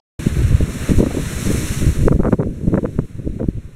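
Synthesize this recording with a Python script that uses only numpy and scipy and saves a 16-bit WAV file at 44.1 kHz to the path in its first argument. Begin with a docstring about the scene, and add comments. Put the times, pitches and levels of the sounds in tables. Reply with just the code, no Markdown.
"""A rocky shore in a stiff wind. The sound cuts in on a breaker bursting on the rocks, its spray raining
down as a broad hiss, while eddies buffet the microphone with low thumps that go on throughout. From about
one second the fastest eddies tear at its port with rasps and snaps. Near two seconds the hiss dies away
to the wash of the sea and the faint jet of a blowhole, and the port gives a few hollow knocks."""
import sys
import numpy as np
from scipy import signal
from scipy.fft import rfft, irfft
from scipy.io import wavfile
from scipy.ndimage import uniform_filter1d, minimum_filter1d

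SR = 44100
rng = np.random.default_rng(int(sys.argv[2]) if len(sys.argv) > 2 else 0)


def output_pcm(signal):
    """Save a mono or channel-first signal as 16-bit PCM at the path in sys.argv[1].

    Samples are clipped to [-1, 1] before scaling.
    """
    pcm = np.clip(np.atleast_2d(signal).T, -1, 1) * 32767
    wavfile.write(sys.argv[1], SR, np.round(pcm).astype(np.int16))


N = 165375
T = np.arange(N) / SR
FREQS = np.fft.rfftfreq(N, 1 / SR)


def undb(db):
    """Decibels to gain."""
    return 10 ** (np.asarray(db) / 20)


def unit(x):
    """Scale to rms 1."""
    return x / np.sqrt(np.mean(x ** 2))


def fader(table, column=1):
    """Gain over time from one dB column of a table."""
    rows = np.array(table)
    return undb(np.interp(T, rows[:, 0], rows[:, column]))


def colour(x, eq):
    """Shape a signal with an EQ curve, at rms 1."""
    hz, db = np.array(eq).T
    gain = undb(np.interp(np.log(FREQS + 1), np.log(hz), db))
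    return unit(irfft(rfft(x) * gain, N))


def noise():
    """White noise."""
    return rng.standard_normal(N)


def wander(rate_hz):
    """Smooth random modulation at rms 1, rolling off above rate_hz."""
    return unit(irfft(rfft(noise()) * np.exp(-(FREQS / rate_hz) ** 2), N))


def turbulence(eq, rough_db, rate_hz):
    """Pressure that comes in clumps, as small eddies ride on large ones."""
    clumps = noise() * undb(rough_db * np.clip(wander(rate_hz), -2, 2))
    return colour(clumps, eq)


def ride_level(x, span_s):
    """Hold the slow level of a signal at 1 and keep its quick flutter."""
    size = int(span_s * SR)
    power = uniform_filter1d(uniform_filter1d(x ** 2, size), size)
    return x / np.sqrt(power + 1e-9)


def burst(x, start, length, db, edge_s):
    """Gate out a soft-edged stretch of a signal and set its rms level."""
    gated = x * (1 + np.tanh((T - start) / edge_s)) * (1 + np.tanh((start + length - T) / edge_s))
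    return gated * undb(db) * np.sqrt(length * SR / np.sum(gated ** 2))


# The bright tone of spray. Each row: frequency in Hz, relative level in dB.
SPRAY_EQ = [(500, -15), (2000, 2.5), (3800, -1), (6000, 2), (8500, 2), (10000, -0.5), (12000, -5),
            (14000, -11.5), (15700, -19)]
# Fader for the falling spray and the blowhole jet. Each row: time in seconds, level in dB.
SPRAY_FADER = [(.19, -38), (.65, -41), (.9, -34), (.935, -39), (.985, -36.5), (1.04, -41.5), (1.41, -31),
               (1.68, -30.5), (1.86, -34.5), (2.078, -41), (2.09, -48.5), (2.23, -52), (2.33, -51),
               (2.355, -58.5), (2.7, -54.5), (3.05, -56.5), (3.25, -59), (3.74, -61)]
DROPS_PER_S, DROP_MIX = 890, 0.26


def spray():
    """Fine mist hisses and countless drops patter on rock; the faint tail is the blowhole jet."""
    drops = (rng.random(N) < DROPS_PER_S / SR) * noise()
    hiss = colour(noise() + DROP_MIX * unit(drops), SPRAY_EQ)
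    return hiss * fader(SPRAY_FADER) * undb(0.74 * wander(rate_hz=22))


# The midrange body of white water. Each row: frequency in Hz, relative level in dB.
WASH_EQ = [(100, -41), (400, 8.5), (1000, 2), (1600, 5), (2400, 2), (3200, -1), (4200, -4), (6000, -59),
           (14000, -42)]
# Fader for the churning water. Each row: time in seconds, level in dB before the trim.
WASH_FADER = [(.19, -35), (.72, -36.5), (.85, -33.5), (.895, -30.5), (.94, -36), (1.04, -37.5), (1.19, -35),
              (1.68, -33), (1.86, -36), (2.04, -41.5), (2.11, -49.5), (2.31, -55.5), (2.36, -57.5),
              (2.7, -51.5), (2.95, -54), (3.74, -55.5)]
WASH_TRIM_DB, CROSSOVER_HZ = -1, 1600


def wash():
    """White water churns among the rocks; its lows and highs seethe separately."""
    water = colour(noise(), WASH_EQ)
    lows = irfft(rfft(water) / (1 + (FREQS / CROSSOVER_HZ) ** 4), N)
    highs = water - lows
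    seething = lows * undb(.9 * wander(rate_hz=20)) + highs * undb(.7 * wander(rate_hz=25))
    return seething * fader(WASH_FADER) * undb(WASH_TRIM_DB)


# The wind's deep rumble and the rounder thump above it. Each row: frequency in Hz, relative level in dB.
RUMBLE_EQ = [(12, 2), (25, -5.5), (60, 1), (110, -2.5), (160, -7.5), (300, -65.5), (1200, -110)]
THUMP_EQ = [(60, -12), (110, 0), (150, 1), (215, -1), (330, -6), (450, -14.5), (560, -20), (700, -30.5),
            (1000, -47), (4000, -110)]
# The wind bed between buffets. Each row: time in seconds, rumble and thump in dB before the trim.
BREEZE_FADERS = [(.19, -28, -21), (.5, -7.5, -26), (.75, -24.5, -22), (1.0, -19, -21.5), (1.35, -22, -21.5),
                 (2.1, -16.5, -26), (2.28, -17, -17.5), (2.37, -33, -42), (2.46, -19, -17.5),
                 (2.56, -25.5, -25), (2.75, -38, -15.5), (2.88, -38, -26), (3.0, -17, -20.5),
                 (3.09, -30.5, -37.5), (3.3, -22.5, -25), (3.55, -23, -33.5), (3.74, -34.5, -42.5)]
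BREEZE_TRIM_DB = -4


def breeze():
    """Restless low flutter of wind on the microphone."""
    rumble = ride_level(turbulence(RUMBLE_EQ, rough_db=7.5, rate_hz=29.6), span_s=0.11)
    thump = ride_level(turbulence(THUMP_EQ, rough_db=4, rate_hz=24), span_s=0.31)
    bed = rumble * fader(BREEZE_FADERS, column=1) + thump * fader(BREEZE_FADERS, column=2)
    return bed * undb(BREEZE_TRIM_DB)


# The higher thump of a fast eddy. Each row: frequency in Hz, relative level in dB.
FAST_THUMP_EQ = [(70, -11.5), (150, 5), (300, 2.5), (520, -3.5), (720, -17), (1000, -22.5), (4000, -110)]
# Eddies hitting the microphone. Each row: start and length in seconds, rumble and thump in dB before trims.
BUFFET_CUES = [(0.176, 0.031, -9.5, -16.5), (0.263, 0.012, -6.5, -11.5), (0.36, 0.063, -5, -17),
               (0.473, 0.063, -8.5, -24), (0.501, 0.057, -2, -27), (0.601, 0.044, -5, -13.5),
               (0.889, 0.037, -5.5, -7.5), (0.959, 0.031, 2, -24), (0.99, 0.022, -2, -2),
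               (1.03, 0.0086, -21, -2), (1.067, 0.0097, -32, -7), (1.141, 0.048, -31, -12.5),
               (1.451, 0.068, -11.5, -12), (1.537, 0.068, -10.5, -15), (1.699, 0.028, -7.5, -24),
               (1.808, 0.044, -8, -12), (1.864, 0.041, 0, -11), (1.972, 0.071, -5, -12),
               (2.056, 0.012, 4, -4), (2.111, 0.02, -21, -3.5), (2.146, 0.016, 0.5, -8.5),
               (2.192, 0.018, -1.5, -3.5), (2.252, 0.044, -12, -9.5), (2.314, 0.038, -13, -11),
               (2.391, 0.042, -31, -8.5), (2.609, 0.0085, -20, -20.5), (2.673, 0.012, 0, -4),
               (2.716, 0.046, -15, -8.5), (2.776, 0.015, -9, -6), (2.831, 0.026, -13.5, -10.5),
               (2.988, 0.0085, -8, -4), (3.189, 0.0099, -10.5, -18), (3.259, 0.018, -10.5, -16.5),
               (3.394, 0.05, -24, -13.5), (3.483, 0.0085, -2.5, -14), (3.559, 0.039, -13, -26)]
RUMBLE_TRIM_DB, THUMP_TRIM_DB, BUFFET_EDGE_S = -10, -7, 0.0048
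FAST_SPAN_DB = 4  # excess of thump over rumble that turns an eddy fast


def buffets():
    """Each large eddy pushes on the microphone with a rumble and a thump; faster ones thump higher."""
    rumble = turbulence(RUMBLE_EQ, rough_db=-1, rate_hz=160)
    slow = turbulence(THUMP_EQ, rough_db=5.5, rate_hz=204)
    fast = turbulence(FAST_THUMP_EQ, rough_db=5.5, rate_hz=204)
    out = np.zeros(N)
    for start, length, rumble_db, thump_db in BUFFET_CUES:
        fast_mix = (1 + np.tanh((thump_db - rumble_db) / FAST_SPAN_DB)) / 2
        thump = np.sqrt(1 - fast_mix) * slow + np.sqrt(fast_mix) * fast
        out += burst(rumble, start, length, rumble_db + RUMBLE_TRIM_DB, BUFFET_EDGE_S)
        out += burst(thump, start, length, thump_db + THUMP_TRIM_DB, BUFFET_EDGE_S)
    return out


# Sharp pressure hits from small eddies, plus one thin overload click as the slap at 2.33 s clips the
# recorder. 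Each row: time in seconds, peak in dB, half-width in seconds.
SLAP_AND_CLICK_CUES = [(0.27, -3, 0.0012), (0.609, -9, 0.00064), (0.918, 3, 0.0013), (1.504, -4, 0.00087),
                       (2.1935, -4.5, 0.0013), (2.3328, 1.5, 0.0013), (2.3325, -26, 0.00006),
                       (2.472, -10, 0.00072), (2.99, -7, 0.0011), (3.276, -10.5, 0.00071),
                       (3.488, -5, 0.001)]


def slaps_and_click():
    """Small eddies each push once, with slight suction either side; the thinnest pulse is the click."""
    out = np.zeros(N)
    for time, db, half_width in SLAP_AND_CLICK_CUES:
        offset = (T - time) / half_width
        out += undb(db) * (1 - offset ** 2) * np.exp(-offset ** 2 / 2)
    return out


# The throaty tone of a rasp. Each row: frequency in Hz, relative level in dB.
RASP_EQ = [(150, -18), (300, 8), (520, 18), (750, 10.5), (1000, 1), (1350, 2), (1700, -7.5), (2350, -14.5),
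           (3000, -59), (6000, -62)]
# Fast air tearing at the port. Each row: start and length in seconds, level in dB before the trim.
RASP_CUES = [(1.063, 0.0083, -32.5), (1.106, 0.012, -33), (2.121, 0.0087, -25), (2.191, 0.024, -35.5),
             (2.244, 0.043, -28), (2.321, 0.018, -24.5), (2.396, 0.016, -31), (2.775, 0.0086, -23),
             (3.394, 0.011, -36.5)]
RASP_TRIM_DB, TEAR_EDGE_S = 6.5, 0.00065


def rasps():
    """The flow breaks away at the port in a rapid string of tiny spits."""
    spits = turbulence(RASP_EQ, rough_db=3.0, rate_hz=230)
    return sum(burst(spits, start, length, db + RASP_TRIM_DB, TEAR_EDGE_S)
               for start, length, db in RASP_CUES)


# The tone of a snap. Each row: frequency in Hz, relative level in dB.
SNAP_EQ = [(150, -1), (550, 6), (1350, 1), (2500, -19.5), (3400, -29), (7000, -63)]
# Single bright snaps at the port. Each row: time in seconds, level in dB.
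SNAP_CUES = [(1.063, -23.5), (2.0834, -10.5), (2.2345, -20.5), (2.256, -17.5), (2.2635, -32), (2.3273, -14),
             (2.404, -36), (2.4263, -29), (2.433, -24.5), (2.743, -18.5), (2.756, -26), (2.778, -25),
             (2.8531, -26), (2.859, -21.5), (2.9905, -22), (3.4314, -33)]
SNAP_S = 0.0027


def snaps():
    """Now and then the flow lets go all at once: one jolt of pressure, heard as a short crisp snap."""
    jolts = np.zeros(N)
    jolts[[int(time * SR) for time, db in SNAP_CUES]] = 1
    air = colour(jolts, SNAP_EQ)
    return sum(burst(air, time - SNAP_S / 2, SNAP_S, db, TEAR_EDGE_S) for time, db in SNAP_CUES)


# Strong eddies ringing the port. Each row: centre time and half-length in seconds, peak in dB.
KNOCK_CUES = [(2.0805, 0.0033, -0.5), (2.394, 0.0041, -14.5), (2.741, 0.015, -17), (2.846, 0.0046, -15.5)]
PORT_HZ = 442


def knocks():
    """The air in the port swings for a few cycles and gives the hardest gusts a hollow knock."""
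    out = np.zeros(N)
    for time, half_length, db in KNOCK_CUES:
        envelope = undb(db) * np.exp(-((T - time) / half_length) ** 2)
        out += envelope * np.sin(2 * np.pi * (PORT_HZ * (T - time) + rng.random()))
    return out


def scene():
    """Sea and wind at one microphone."""
    mix = spray() + wash() + breeze() + buffets() + slaps_and_click() + rasps() + snaps() + knocks()
    return mix[None, :]


def limiter(x, ceiling, smooth_s):
    """Turn the gain down smoothly around peaks that pass the ceiling."""
    size = int(smooth_s * SR)
    gain = minimum_filter1d(ceiling / np.maximum(np.abs(x), ceiling), 2 * size)
    return x * uniform_filter1d(uniform_filter1d(gain, size), size)


# Notches in the response of the microphone port. Each row: centre in Hz, half-width in Hz, depth in dB.
PORT_NOTCHES = [(790, 115, 5.5), (3220, 260, 4.5), (4820, 380, 9), (4820, 140, 7)]
CUT_IN_S, FADE_IN_S, HIGH_CUT_HZ = .191, 0.0027, 15730


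def record(dry):
    """The port colours the sound; the recorder cuts in, limits the largest thumps and drops the top."""
    notches_db = sum(depth * np.exp(-((FREQS - hz) / width) ** 2) for hz, width, depth in PORT_NOTCHES)
    fade_in = np.clip((T - CUT_IN_S) / FADE_IN_S, 0, 1)
    heard = irfft(rfft(dry * fade_in) * undb(-notches_db), N)
    high_cut = signal.ellip(10, .2, 80, HIGH_CUT_HZ, fs=SR, output="sos")
    return signal.sosfilt(high_cut, limiter(heard, ceiling=.98, smooth_s=.0015))


dry = scene()
out = record(dry)
output_pcm(out)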